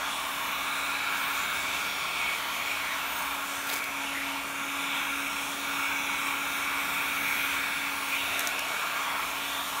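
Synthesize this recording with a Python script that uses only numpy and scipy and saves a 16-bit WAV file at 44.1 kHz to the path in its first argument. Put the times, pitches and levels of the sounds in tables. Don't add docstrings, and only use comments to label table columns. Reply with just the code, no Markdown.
import sys
import numpy as np
from scipy import signal
from scipy.fft import rfft, irfft, next_fast_len
from scipy.io import wavfile
from scipy.ndimage import uniform_filter1d, map_coordinates

SR = 44100
rng = np.random.default_rng(int(sys.argv[2]) if len(sys.argv) > 2 else 0)


def dump(signal):
    limited = np.clip(np.atleast_2d(signal).T, -1, 1)
    pcm = np.round(limited * 32767).astype(np.int16)
    wavfile.write(sys.argv[1], SR, pcm)


N = 432180

# pitch_hz, relative_db
RUMBLE_COLOUR = [(20, -32), (32, -23), (42, -9), (50, -5), (59, 3.5), (68, -10), (77, 0.5), (92, -11),
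                 (130, -3.5), (185, 0), (380, -2.5), (520, -2), (700, -12.5), (1500, -63)]
WASH_COLOUR = [(300, -15.5), (420, -9.5), (530, -10), (620, 0), (715, 2), (775, -5), (900, -33)]
LOW_ROAR_COLOUR = [(650, -12), (770, -5.5), (850, 1.5), (945, 4.5), (1005, -0.5), (1100, 7), (1180, 3.5),
                   (1260, 3), (1400, -29)]
HIGH_ROAR_COLOUR = [(1130, -22), (1280, 2), (1370, 7), (1450, 5.5), (1560, 2.5), (1650, 4.5), (1740, -2),
                    (2100, -2.5)]
RUSH_COLOUR = [(1800, -6), (2700, -1.5), (3100, -2), (3350, 0), (3650, 0), (4000, -6.5), (4500, -29.5),
               (6000, -43)]
SPLASH_COLOUR = [(3000, 6), (3900, 1), (4300, 7), (4900, 0), (5350, -8), (5800, -9), (7500, -40)]
JET_HISS_COLOUR = [(4500, -28), (5300, 0.5), (5750, -1.5), (6150, 1.5), (6550, 0), (7050, 1.5), (7600, -3),
                   (8500, -0.5), (10400, -6.5), (11100, -2.5), (12000, -17.5), (13200, -9), (15700, -20)]
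VENT_HISS_COLOUR = [(8000, -5), (10500, -4.5), (11200, 1), (13300, 3.5), (15700, 3)]
RUSTLE_COLOUR = [(60, -14), (200, 1), (500, 9), (2000, 13), (4000, 10), (7000, 5), (12000, 6), (16000, 5)]
GUST_COLOUR = [(32, -18), (42, 0), (60, -2), (85, 7), (160, -12)]

# time_s, level_db
RUMBLE_LEVEL = [(0, -52), (1.7, -50.5), (3.3, -53), (4.3, -52.5), (5.3, -51), (7.2, -49), (8.6, -53.5),
                (9.8, -51.5)]
WASH_LEVEL = [(0.0, -48), (1.28, -49.5), (1.58, -46), (5.64, -51), (6.42, -50.5), (8.1, -51.5), (8.36, -43),
              (9.8, -48)]
LOW_ROAR_LEVEL = [(0.0, -38.5), (1.38, -38.5), (1.48, -40), (2.94, -40.5), (3.22, -37), (3.62, -42.5),
                  (4.0, -39.2), (4.08, -42), (5.66, -39.2), (7.18, -39), (7.76, -40.5), (7.92, -38),
                  (8.78, -40), (9.02, -35.5), (9.44, -41.4), (9.8, -37)]
HIGH_ROAR_LEVEL = [(0.0, -38), (0.26, -42.0), (0.6, -37.5), (1.44, -36.5), (1.92, -40.5), (3.78, -38),
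                   (4.3, -43.5), (5.14, -37.5), (5.6, -43.2), (5.8, -38.5), (7.44, -36.1), (8.22, -40.2),
                   (8.38, -35.6), (8.62, -40.5), (8.76, -36.5), (9.14, -35), (9.32, -41.5), (9.8, -39.5)]
RUSH_LEVEL = [(0.0, -43.5), (0.14, -38.5), (0.36, -41.5), (1.6, -40), (3.12, -41.5), (3.92, -46),
              (4.06, -42.5), (4.5, -46), (4.96, -37), (5.2, -41.5), (7.62, -41), (8.0, -42.8), (8.08, -40),
              (9.18, -41.5), (9.52, -40.5), (9.8, -42)]
SPLASH_LEVEL = [(0.0, -49), (0.84, -56), (0.92, -48.5), (2.5, -46.9), (3.88, -54.5), (4.36, -50),
                (4.64, -60.3), (4.76, -54.4), (5.24, -58), (5.62, -50), (6.0, -56.5), (7.32, -48.8),
                (8.58, -49), (9.8, -51)]
JET_HISS_LEVEL = [(0.0, -46.0), (2.4, -46.5), (3.8, -46.5), (4.2, -45.5), (4.4, -48.5), (4.6, -45.5),
                  (5.0, -47), (5.4, -44.5), (5.6, -46), (6.6, -44.7), (8.0, -46.5), (8.2, -44), (9.0, -47),
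                  (9.8, -44)]
INTAKE_LEVEL = [(0.0, -43.3), (0.92, -37.5), (2.04, -38), (2.32, -31), (2.4, -43.5), (2.74, -34.5),
                (3.4, -41.5), (4.22, -37.5), (4.48, -41.5), (4.64, -38.5), (5.38, -37.6), (5.54, -43),
                (5.8, -34), (6.54, -38), (7.18, -35), (9.5, -40.5), (9.62, -48), (9.8, -41)]
# pitch_hz, width_hz, relative_db
INTAKE_MODES = [(2268, 158, 7.5), (2420, 294, 6.5), (2640, 170, 2.5)]
# start_s, length_s, from_hz, to_hz, half_width_hz, peak_db
SWINGS = [(.35, 0.97, 3900, 3900, 250, -44.5), (1.501, .85, 4910, 5400, 500, -52),
          (2.24, .28, 2460, 1913, 260, -39.5), (2.744, 0.28, 2350, 1893, 260, -38),
          (2.95, 0.12, 2700, 2550, 180, -41), (4.02, 0.15, 2900, 2650, 170, -39.5),
          (4.097, .16, 2217, 1990, 300, -36), (4.219, 0.16, 2385, 2830, 300, -39),
          (5.537, 0.16, 2980, 4280, 450, -56), (7.05, 0.636, 2330, 2378, 149, -33),
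          (7.901, 0.22, 2500, 2710, 300, -45), (8.079, 0.119, 2500, 2320, 190, -32.5),
          (8.138, .11, 3000, 2710, 280, -35.5), (8.259, .14, 2450, 2595, 160, -36.5),
          (8.481, 0.23, 2515, 2730, 230, -35), (9.35, 0.37, 2920, 3750, 300, -42)]
# time_s, lag_ms
TABLE_LAG = [(0.0, 1.14), (0.75, 0.8), (1.16, 0.78), (2.86, 0.94), (3.08, 1.08), (3.74, 0.5), (3.87, 0.42),
             (4.0, 1.1), (4.54, 0.88), (4.63, 0.82), (5.06, 0.8), (5.55, 0.62), (6.05, 0.82), (7.1, 0.86),
             (7.18, 0.52), (8.28, 0.4), (9.56, 1.12), (9.8, 0.96)]

# time_s, shaft_hz
SHAFT_SPEED = [(0.0, 279.1), (0.12, 278.7), (1.28, 279.2), (1.48, 278.3), (2.34, 279.3), (2.46, 278.7),
               (3.68, 279.2), (4.22, 277.0), (4.98, 279.3), (5.36, 279.7), (7.82, 279.7), (8.52, 277.8),
               (8.84, 278.8), (9.42, 279.6), (9.54, 277.4), (9.62, 279.1), (9.7, 278.3), (9.8, 278.9)]
# time_s, level_db
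HUM_LEVEL = [(0.0, -54), (0.94, -51.5), (2.24, -58.5), (3.76, -49.5), (3.84, -56.1), (4.0, -44.5),
             (8.26, -49.5), (8.72, -55.0), (8.8, -67), (9.04, -54), (9.8, -53)]
WHISTLE_LEVEL = [(0, -54), (1.3, -76), (1.95, -50.5), (2.4, -70), (5.0, -65), (5.4, -53.5), (6.5, -59),
                 (8.1, -55), (8.7, -57), (9.8, -60)]
TREBLE_LEVEL = [(0.0, -45.5), (0.52, -43.7), (1.02, -47), (1.28, -42), (2.1, -47), (2.46, -43),
                (2.9, -45.5), (3.26, -42.5), (3.4, -44.5), (4.34, -47.5), (7.44, -41), (7.88, -43.5),
                (8.14, -40.5), (8.6, -45), (9.32, -44), (9.8, -43.5)]
# shaft_multiple, mean_db
SHRILL_TONES = [(40, -58.5), (47, -59)]
# shaft_multiple, level_db
CLEAR_TONES = [(3, -56.5), (4, -58), (6, -59), (7, -68), (9, -56), (12, -62), (16, -66.5), (22, -66),
               (23, -74), (25, -62), (33, -64), (34, -65), (37, -64.5), (39, -67), (50, -60), (53, -67),
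               (55, -72)]
# pitch_hz, line_db
BUZZ_COLOUR = [(2800, -55.5), (4000, -86), (5500, -62), (8000, -74), (10000, -67), (12000, -62.5),
               (14000, -70), (15700, -64)]

# peak_s, peak_db
SCRAPES = [(3.695, -34), (3.735, -33), (3.767, -35), (3.842, -46)]
# start_s, ring_db, pitch_hz, ring_t60_s, crack_relative_db
TICKS = [(3.7004, -23, 3800, 0.0095, -2), (3.7265, -33, 2800, 0.0056, -2), (3.7402, -27, 7000, .004, 8),
         (3.763, -25, 6100, 0.0056, -2), (3.841, -27, 4280, 0.0055, 5), (8.3937, -15.5, 8610, 0.0039, 0),
         (8.406, -26, 6300, .005, 5), (8.473, -10.5, 6150, 0.0035, -5), (8.5922, -24, 5570, 0.0049, 7.5)]
# peak_s, length_s, peak_db
GUSTS = [(1.2, .3, -68), (1.7, .7, -59), (2.7, 0.59, -63), (3.72, 0.23, -63), (5.4, .2, -70),
         (5.9, 0.27, -63), (8.3, 0.23, -59)]

DRONE_ORDER, WHINE_ORDER, WHISTLE_ORDER = 5, 8, 20
TOP_HZ = 15700


def airflow(flicker_db=0.61, low_trim_db=-0.02, high_trim_db=-0.17, rush_trim_db=1.47,
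            splash_trim_db=2.1, hiss_trim_db=0.77):
    rumble = tint(noise(), RUMBLE_COLOUR) * undb(curve(RUMBLE_LEVEL))
    wash = tint(noise(), WASH_COLOUR) * undb(curve(WASH_LEVEL))
    roar = tint(noise(), LOW_ROAR_COLOUR) * undb(curve(LOW_ROAR_LEVEL) + low_trim_db)
    roar += tint(noise(), HIGH_ROAR_COLOUR) * undb(curve(HIGH_ROAR_LEVEL) + high_trim_db)
    roar = shimmer(roar, depth_db=1.65, rate_hz=6.7, patch_hz=118) * undb(flicker_db * walk(18))
    rush = shimmer(tint(noise(), RUSH_COLOUR), depth_db=2.0, rate_hz=5.5, patch_hz=232)
    rush *= undb(curve(RUSH_LEVEL) + rush_trim_db + flicker_db * walk(20))
    splash = tint(noise(), SPLASH_COLOUR) * undb(curve(SPLASH_LEVEL) + splash_trim_db)
    hiss = shimmer(tint(noise(), JET_HISS_COLOUR), depth_db=1.9, rate_hz=7.0, patch_hz=495)
    hiss *= undb(curve(JET_HISS_LEVEL) + hiss_trim_db + walk(14))
    return rumble + wash + roar + swings(intake()) + rush + splash + hiss


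def intake(waver_db=0.7, trim_db=0.1):
    tilt_db = 0.14 * swell(HUM_LEVEL)
    ring = np.zeros(N)
    for lean, (hz, width_hz, db) in zip(np.linspace(-1, 1, len(INTAKE_MODES)), INTAKE_MODES):
        ring += undb(db + lean * tilt_db + waver_db * walk(3.95)) * resonate(noise(), hz, width_hz)
    return unit(ring) * undb(curve(INTAKE_LEVEL) + trim_db)


def swings(ring, duck_share=0.81, reach_hz=800):
    ring, swoosh = ring.copy(), np.zeros(N)
    ring_hz = np.mean(INTAKE_MODES, axis=0)[0]
    for start_s, length_s, from_hz, to_hz, half_width_hz, peak_db in SWINGS:
        progress = np.linspace(0, 1, int(length_s * SR))
        span = slice(int(start_s * SR), int(start_s * SR) + len(progress))
        arch = np.sin(np.pi * progress)
        hz = from_hz + (to_hz - from_hz) * progress
        nearness = np.exp(-((hz - ring_hz) / reach_hz) ** 2)
        ring[span] *= np.sqrt(1 - duck_share * arch * nearness)
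        swoosh[span] += undb(peak_db) * arch * glide(hz, half_width_hz)
    return ring + swoosh


def motor(flutter=0.00022, waver_db=1.05, glint_db=3.0, glint_hz=9.8, fade_hz=3.0, trim_db=2.3):
    shaft_hz = curve(SHAFT_SPEED)
    phase = 2 * np.pi * np.cumsum(shaft_hz * (1 + flutter * walk(30))) / SR
    hum_swell_db = swell(HUM_LEVEL)
    beam_db = 0.95 * swell(TREBLE_LEVEL)
    leading_db = {1: curve(HUM_LEVEL) + waver_db * walk(7),
                  2: -61.5 + 0.67 * hum_swell_db,
                  DRONE_ORDER: -47 + 0.72 * swell(HIGH_ROAR_LEVEL) + 0.35 * hum_swell_db,
                  WHINE_ORDER: -45 + 1.46 * swell(INTAKE_LEVEL),
                  WHISTLE_ORDER: curve(WHISTLE_LEVEL) + waver_db * walk(7)}
    for order, db in SHRILL_TONES:
        leading_db[order] = db + beam_db + glint_db * walk(glint_hz)
    clear_db, beam = dict(CLEAR_TONES), undb(beam_db)
    tones = np.zeros(N)
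    for order in range(1, int(TOP_HZ / shaft_hz.mean()) + 1):
        angle = order * phase + 2 * np.pi * rng.random()
        if order in leading_db:
            tones += undb(leading_db[order]) * np.sin(angle)
            continue
        line_hz = order * shaft_hz.mean()
        line_db = clear_db.get(order, colour_at(BUZZ_COLOUR, line_hz)) + trim_db
        direct = np.sin(angle)
        reflected = walk(fade_hz) * direct + walk(fade_hz) * np.cos(angle)
        line = (direct + reflected) * undb(line_db) / np.sqrt(3)
        tones += line * beam if line_hz > 8000 else line
    return np.sqrt(2) * tones


def vents(mean_db=-51.5, flicker_db=0.7):
    level_db = mean_db + 1.2 * swell(TREBLE_LEVEL) + flicker_db * walk(9.2)
    hiss = shimmer(tint(noise(), VENT_HISS_COLOUR), depth_db=5.5, rate_hz=3.8, patch_hz=391)
    return hiss * undb(level_db)


def table_top(air, reflection_gain=0.1):
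    dulled = uniform_filter1d(air, size=4)
    delayed_index = np.arange(N) - curve(TABLE_LAG) * SR / 1000
    return air + reflection_gain * map_coordinates(dulled, [delayed_index], order=3)


def housing_ticks(crack_t60_s=0.016):
    ticks, t = np.zeros(N), np.arange(SR // 20) / SR
    highpass = signal.butter(2, 4000, "high", fs=SR)
    for start_s, ring_db, pitch_hz, ring_t60_s, crack_db in TICKS:
        ring = np.sin(2 * np.pi * pitch_hz * t) * undb(-60 * t / ring_t60_s)
        crack = signal.lfilter(*highpass, rng.standard_normal(len(t))) * undb(-60 * t / crack_t60_s)
        start = int(start_s * SR)
        ticks[start:start + len(t)] += undb(ring_db) * (ring + undb(crack_db) * crack / 2)
    return ticks


def rustle(attack_s=0.029, release_s=0.035, grain_db=3.5, grains_per_s=600):
    t, power = np.arange(N) / SR, np.zeros(N)
    for peak_s, peak_db in SCRAPES:
        falloff = np.maximum((peak_s - t) / attack_s, (t - peak_s) / release_s).clip(0, 20)
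        power += (undb(peak_db) * np.exp(-falloff)) ** 2
    grain_index = (np.arange(N) * grains_per_s / SR).astype(int)
    grain_gain = undb(grain_db * np.sqrt(3) * rng.uniform(-1, 1, N))
    return tint(noise() * grain_gain[grain_index], RUSTLE_COLOUR) * np.sqrt(power)


def gusts():
    t = np.arange(N) / SR
    envelope = sum(undb(db) * np.exp(-(2 * (t - peak_s) / length_s) ** 2)
                   for peak_s, length_s, db in GUSTS)
    return tint(noise(), GUST_COLOUR) * envelope


def shimmer(x, depth_db, rate_hz, patch_hz):
    hz, time_s, frames = signal.stft(x, SR, nperseg=512)
    patches = rng.standard_normal((64, 128))
    grid = np.meshgrid(hz / patch_hz, time_s * rate_hz, indexing="ij")
    gain_db = depth_db * map_coordinates(patches, grid, mode="wrap")
    return signal.istft(frames * undb(gain_db), SR)[1][:N]


def glide(hz, half_width_hz):
    real, imaginary = rng.standard_normal((2, 2 * SR))[:, :len(hz)]
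    envelope = signal.lfilter(*signal.butter(2, half_width_hz, fs=SR), real + 1j * imaginary)
    carrier = np.exp(2j * np.pi * np.cumsum(hz) / SR)
    return unit(np.real(envelope * carrier))


def resonate(x, hz, width_hz):
    b, a = signal.iirpeak(hz, hz / width_hz, fs=SR)
    return signal.lfilter(b, a, signal.lfilter(b, a, x))


def tint(x, colour):
    size = next_fast_len(N, True)
    gain = undb(colour_at(colour, np.fft.rfftfreq(size, 1 / SR)))
    return unit(irfft(rfft(x, size) * gain, size)[:N])


def colour_at(colour, hz):
    points_hz, db = np.transpose(colour)
    octave, known = np.log2(np.maximum(hz, 1)), np.log2(points_hz)
    octaves_outside = np.abs(octave - np.clip(octave, known[0], known[-1]))
    return np.interp(octave, known, db) - 60 * octaves_outside


def walk(rate_hz):
    values = rng.standard_normal(1024)
    position = np.linspace(0, N / SR, 2048) * rate_hz + 10 * rng.random()
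    drift = map_coordinates(values, [position], order=3, mode="wrap")
    return np.interp(np.arange(N), np.linspace(0, N, len(drift)), drift)


def curve(table):
    return np.interp(np.arange(N) / SR, *np.transpose(table))


def swell(table):
    db = curve(table)
    return db - db.mean()


def noise():
    return rng.standard_normal(N)


def unit(x):
    return x / np.sqrt(np.mean(x ** 2))


def undb(db):
    return 10 ** (np.asarray(db) / 20)


def scene():
    mono = motor() + vents() + table_top(airflow()) + gusts() + rustle() + housing_ticks()
    return np.array([mono, mono])


def record(dry):
    return signal.sosfilt(signal.ellip(12, 0.1, 90, TOP_HZ, fs=SR, output="sos"), dry)


dry = scene()
out = record(dry)
dump(out)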